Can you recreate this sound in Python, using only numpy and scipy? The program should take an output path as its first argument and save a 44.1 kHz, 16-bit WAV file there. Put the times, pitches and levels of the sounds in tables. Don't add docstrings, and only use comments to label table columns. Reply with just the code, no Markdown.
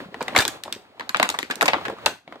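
import sys
import numpy as np
from scipy import signal
from scipy.fft import rfft, irfft, next_fast_len
from scipy.io import wavfile

SR = 44100
rng = np.random.default_rng(int(sys.argv[2]) if len(sys.argv) > 2 else 0)


def transcribe(u):
    v = np.clip(np.atleast_2d(u).T, -1, 1)
    q = np.round(v * 32767).astype(np.int16)
    wavfile.write(sys.argv[1], SR, q)


N = 105840


def amp(db):
    return 10 ** (np.asarray(db) / 20)


def unit(x):
    return x / np.sqrt(np.mean(x ** 2) + 1e-20)


def blow(x):
    blow_s = 0.01
    energy = np.sum(x ** 2, axis=-1).mean()
    return x * np.sqrt(blow_s * SR / (energy + 1e-20))


def along(points, hz):
    f, v = np.transpose(points)
    return np.interp(np.log(hz + 1), np.log(f + 1), v)


def add(track, s, sound):
    i = max(0, round(s * SR))
    track[:, i:i + sound.shape[1]] += sound[:, :N - i]


def filtered(x, response):
    m = next_fast_len(N + 8192)
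    hz = np.fft.rfftfreq(m, 1 / SR)
    return irfft(rfft(x, m) * response(hz), m)[..., :N]


def coloured(x, points, size=2048):
    gain = amp(along(points, np.fft.rfftfreq(size, 1 / SR)))
    cepstrum = irfft(np.log(gain))
    cepstrum[1:size // 2] *= 2
    cepstrum[size // 2 + 1:] = 0
    impulse = irfft(np.exp(rfft(cepstrum)))
    return signal.fftconvolve(x, impulse[None], axes=1)[:, :N]


def pair(count, alike):
    noise = rng.standard_normal((3, count))
    return np.sqrt(alike) * noise[0] + np.sqrt(1 - alike) * noise[1:]


def left_later(x, lag_s):
    i = np.arange(x.shape[1])
    left = np.interp(i - round(lag_s * SR), i, x[0], left=0)
    return np.array([left, x[1]])


def snaps():
    # (time [s], facet ring time [s], shell pitch [Hz], shell level [dB],
    #  facet pitch [Hz], facet level [dB], crack level [dB])
    snap_events = [(0.1431, 0.0024, 673, -35.5, 1920, -36, -46.5),
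                   (0.2132, 0.0051, 485, -30, 2375, -32.5, -45),
                   (0.2259, 0.0023, 665, -47.5, 1540, -39.5, -30.5),
                   (0.2808, 0.0025, 732, -33.5, 1980, -26, -33),
                   (0.349, 0.0078, 1110, -23.5, 1840, -26.5, -38),
                   (0.3617, 0.0018, 764, -20, 2260, -21, -21.5),
                   (0.3635, 0.0022, 1105, -29, 2164, -13, -18.5),
                   (0.3701, 0.0038, 1230, -22.5, 3420, -23, -29),
                   (0.3779, 0.0013, 320, -25.5, 1440, -26.5, -16),
                   (0.3859, 0.0014, 950, -25.5, 4000, -26, -34),
                   (0.3877, 0.0029, 1770, -21, 4610, -17, -16), (0.395, 0.0053, 400, -28.5, 1700, -19, -24),
                   (0.4021, 0.012, 1390, -27, 3620, -23, -17),
                   (0.4212, 0.0062, 836, -31.5, 2380, -26, -25.5),
                   (0.452, 0.0011, 910, -30.5, 3520, -22, -23), (0.479, 0.0015, 1597, -30, 3400, -26, -16),
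                   (0.6364, 0.0016, 1790, -43, 4060, -33.5, -28),
                   (0.7254, 0.0016, 2704, -33, 3560, -26.5, -23.5),
                   (0.9961, 0.0025, 940, -36, 1930, -32, -43.5),
                   (1.008, 0.0012, 1017, -32.5, 2040, -33.0, -47),
                   (1.0924, 0.0015, 1580, -26.5, 4190, -31, -25),
                   (1.1455, 0.0023, 1270, -24.5, 1600, -17.5, -43),
                   (1.1612, 0.00065, 835, -31, 2600, -28.5, -51),
                   (1.1693, 0.0014, 820, -38, 3480, -29, -29),
                   (1.1985, 0.0013, 704, -18.5, 2160, -18, -27.5),
                   (1.2281, 0.0023, 1043, -18, 2020, -15.5, -17),
                   (1.2555, 0.0043, 910, -28.5, 1370, -42, -39),
                   (1.2903, 0.00092, 1240, -27, 2820, -24, -20), (1.2999, 0.003, 850, -33, 3730, -27, -21),
                   (1.3461, 0.0043, 1160, -30.5, 1920, -36, -39), (1.388, 0.0016, 980, -31, 1930, -26, -35),
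                   (1.3887, 0.0012, 1750, -42, 3530, -25.5, -21),
                   (1.429, 0.00095, 343, -38, 2220, -28, -33.5),
                   (1.4994, 0.0067, 260, -35.5, 1520, -28, -39),
                   (1.5092, 0.0039, 1680, -22, 3450, -26, -27),
                   (1.5564, 0.00077, 540.0, -62, 4200, -64, -28.5),
                   (1.6103, 0.0022, 990, -24, 1830, -16.5, -25), (1.6182, 0.0036, 822, -23, 1700, -24, -21),
                   (1.6266, 0.0016, 690, -24.5, 1390, -20, -18.5),
                   (1.631, 0.0013, 726, -25, 1390, -26, -46),
                   (1.6566, 0.0048, 1036, -23.5, 2300, -25.5, -20),
                   (1.68, 0.0023, 980, -28, 2300, -17, -22.5),
                   (1.684, 0.0029, 706, -19.5, 2620, -15.5, -33),
                   (1.733, 0.0022, 873, -19.5, 2050, -18, -40),
                   (1.7409, 0.0012, 902, -22.5, 1530, -23.5, -61),
                   (1.8516, 0.0082, 690, -36.5, 1654, -25, -38),
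                   (1.8824, 0.0014, 486, -30, 1780, -31, -39.5), (1.8975, 0.0039, 523, -30, 1100, -35, -44),
                   (2.06, 0.0018, 1740, -30.5, 4120, -21, -13.5),
                   (2.062, 0.0018, 873, -18.5, 2687, -15, -40),
                   (2.2768, 0.0028, 677, -44.5, 2210, -45, -63), (2.3238, 0.0029, 690, -40, 1900, -41, -55)]
    # (time [s], shell pitch [Hz], shell level [dB])
    knock_events = [(0.002, 335, -39.5), (0.2074, 920, -27.5), (0.6577, 555, -38.5), (0.6784, 665, -35.5),
                    (0.761, 360, -40.5), (1.217, 810, -28), (1.341, 1130, -29), (1.78, 730, -41),
                    (1.811, 776, -38), (1.9234, 337, -37.5), (1.985, 1200, -43), (2.356, 632, -42)]
    # (time [s], lag of the left microphone [s])
    place = [(0.72, 0.000019), (0.95, 0.00021), (1.7, .0002), (2.05, 0.000078)]
    # (frequency [Hz], level [dB])
    snap_colour = [(30, -18), (110, -3.5), (450, 3), (1200, 1.5), (2500, -0.5), (3100, -2), (3900, 0.5),
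                   (5800, -6), (8200, -4), (10000, -12.5), (13000, -12), (16000, -19.5)]
    # (frequency [Hz], time to fall 60 dB [s])
    near_decay = [(150, 0.19), (700, 0.14), (12000, 0.09)]
    # (frequency [Hz], time to fall 60 dB [s])
    room_decay = [(150, 0.15), (1800, 0.27), (5000, 0.26), (15000, 0.25)]
    knock_ring_s, overtone = 0.0032, 5.3
    overtone_db, knock_crack_db = -13, -25.5
    near_db, room_db = -14, -12.5
    lag_spread_s = 0.00003
    scattered_tone = 0.2

    knocks = [(s, knock_ring_s, hz, db, overtone * hz, db + overtone_db, db + knock_crack_db)
              for s, hz, db in knock_events]
    out = np.zeros((2, N))
    for s, *snap in snap_events + knocks:
        modes = snap[1:-1]
        lag_s = np.interp(s, *np.transpose(place)) + lag_spread_s * rng.standard_normal()
        add(out, s, left_later(buckle(*snap), lag_s))
        add(out, s, left_later(creases(*modes), lag_s))
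        near_tail = echoes(near_decay, alike=1.0, build_s=0.0005, size=4096)
        near = signal.fftconvolve(buckle(*snap, scattered_tone), near_tail, axes=1)
        room_tail = echoes(room_decay, alike=0.63, build_s=0.0046, size=14000)
        room = signal.fftconvolve(buckle(*snap, scattered_tone), room_tail, axes=1)
        add(out, s, amp(near_db) * near)
        add(out, s, amp(room_db) * room)
    return coloured(out, snap_colour)


def buckle(ring_s, shell_hz, shell_db, facet_hz, facet_db, crack_db, tone=1):
    shell_tone, facet_tone = 0.44, 0.59
    shell_ring_s = 0.003 + 0.63 * ring_s
    shell = amp(shell_db) * ring(shell_hz, tone * shell_tone, shell_ring_s, alike=0.97)

    toy_band_hz, toy_ring_s = (180, 316), 0.011
    octaves_above = np.log2(shell_hz / toy_band_hz[1])
    toy_db = shell_db - 11 - 2.5 * octaves_above
    toy = amp(toy_db) * dense_modes(toy_band_hz, toy_ring_s, alike=0.96)

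    facet = amp(facet_db) * ring(facet_hz, tone * facet_tone, ring_s, alike=0.09)
    facet = facet * amp([[1.5], [-1.5]])
    crack = amp(crack_db) * dense_modes((4000, 14700), ring_s, alike=0.13)
    crack = crack * amp([[-1.2], [1.2]])
    return shell + toy + facet + crack


def ring(hz, tone, ring_s, alike, size=3000):
    t = np.arange(size) / SR
    main = blow(np.sin(2 * np.pi * hz * t) * fade(ring_s, size))
    dense = dense_modes(hz * np.array([0.63, 1.74]), ring_s, alike)
    return blow(np.sqrt(tone) * main + np.sqrt(1 - tone) * dense)


def dense_modes(band_hz, ring_s, alike, size=3000):
    b, a = signal.butter(2, band_hz, 'band', fs=SR)
    return blow(signal.lfilter(b, a, pair(size, alike) * fade(ring_s, size)))


def fade(ring_s, size):
    rise_share = 0.12
    u = np.arange(size) / SR / ring_s
    return (1 - np.exp(-u / rise_share)) * np.exp(-u)


def creases(shell_hz, shell_db, facet_hz, facet_db, count=7, size=6000):
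    level_db, mean_wait_s = -19.5, 0.013
    pitch_spread, decay_s = 0.35, 0.00043
    wait = rng.gamma(2, mean_wait_s / 2, (count, 1))
    t = np.maximum(np.arange(size) / SR - wait, 0)
    out = np.zeros(size)
    for hz, db, tau in ((shell_hz, shell_db, 2 * decay_s), (facet_hz, facet_db, decay_s)):
        pitch = hz * np.exp(pitch_spread * rng.standard_normal((count, 1)))
        ticks = np.sin(2 * np.pi * pitch * t) * t / tau * np.exp(-2 * t / tau)
        out += amp(db + level_db) * blow(ticks).sum(axis=0)
    return np.array([out, out])


def echoes(t60s, alike, build_s, size):
    hz, t, z = signal.stft(pair(size, alike), SR, nperseg=256)
    decay = amp(-60 * t / along(t60s, hz)[:, None])
    tail = signal.istft(z * decay, SR, nperseg=256)[1][:, :size]
    tail = tail * (1 - np.exp(-(np.arange(size) / SR / build_s) ** 2))
    return tail / np.linalg.norm(tail[0])


def rubbing():
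    # (time [s], level [dB])
    rub_strength = [(0, -33), (0.098, -46.5), (.2, -39.5), (0.321, -34), (0.552, -35), (0.619, -48.5),
                    (0.7, -40.5), (0.811, -48), (.94, -51.5), (1.05, -43), (1.12, -49), (1.27, -42.5),
                    (1.46, -46.5), (1.722, -35), (1.91, -34), (1.954, -42), (2.1, -34), (2.232, -62.5),
                    (2.321, -45.5), (2.4, -49.5)]
    # (frequency [Hz], level [dB])
    rustle_colour = [(50, -21.5), (95, 0), (250, -6), (800, -1), (1600, -8), (4200, -13.5), (5600, -26.5),
                     (16000, -35)]
    rustle_db, tick_db = -5, -6
    level_db = np.interp(np.arange(N) / SR, *np.transpose(rub_strength))
    rustle = unit(coloured(pair(N, alike=0.6), rustle_colour))
    return amp(level_db) * (amp(rustle_db) * rustle + amp(tick_db) * slips())


def slips(size=2000):
    ticks_per_s, typical_hz, pitch_spread = 260, 640, 0.86
    swell_cycles = 0.93
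    step_db, max_steps = 7, 2.5
    out, t = np.zeros((1, N)), np.arange(size) / SR
    for when, pitch, strength in rng.random((int(ticks_per_s * N / SR), 3)):
        hz = typical_hz * np.exp(pitch_spread * np.arcsin(2 * pitch - 1))
        cycles = t * hz
        tick = np.sin(2 * np.pi * cycles) * cycles * np.exp(-cycles / swell_cycles)
        extra_db = step_db * min(-np.log(1 - strength), max_steps)
        add(out, when * N / SR, amp(extra_db) * tick[None])
    return unit(out)


def puffs():
    # (time [s], envelope peak level on the right [dB])
    puff_events = [(0.3864, -17.5), (0.48, -36.5), (2.056, -30)]
    puff_hz, peak_s, left_db = 98.4, 0.0045, -17
    out, t = np.zeros((2, N)), np.arange(SR // 10) / SR
    swell = (t / peak_s) ** 2 * np.exp(2 - 2 * t / peak_s)
    push = -np.sin(2 * np.pi * puff_hz * t) * swell
    for s, db in puff_events:
        add(out, s, amp([[db + left_db], [db]]) * push)
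    return out


def scene():
    rub_lag_s = 0.00014
    return snaps() + left_later(rubbing(), rub_lag_s) + puffs()


def record(dry):
    top_hz = 16300
    return filtered(dry, lambda hz: 1 / (1 + (hz / top_hz) ** 120))


dry = scene()
out = record(dry)
transcribe(out)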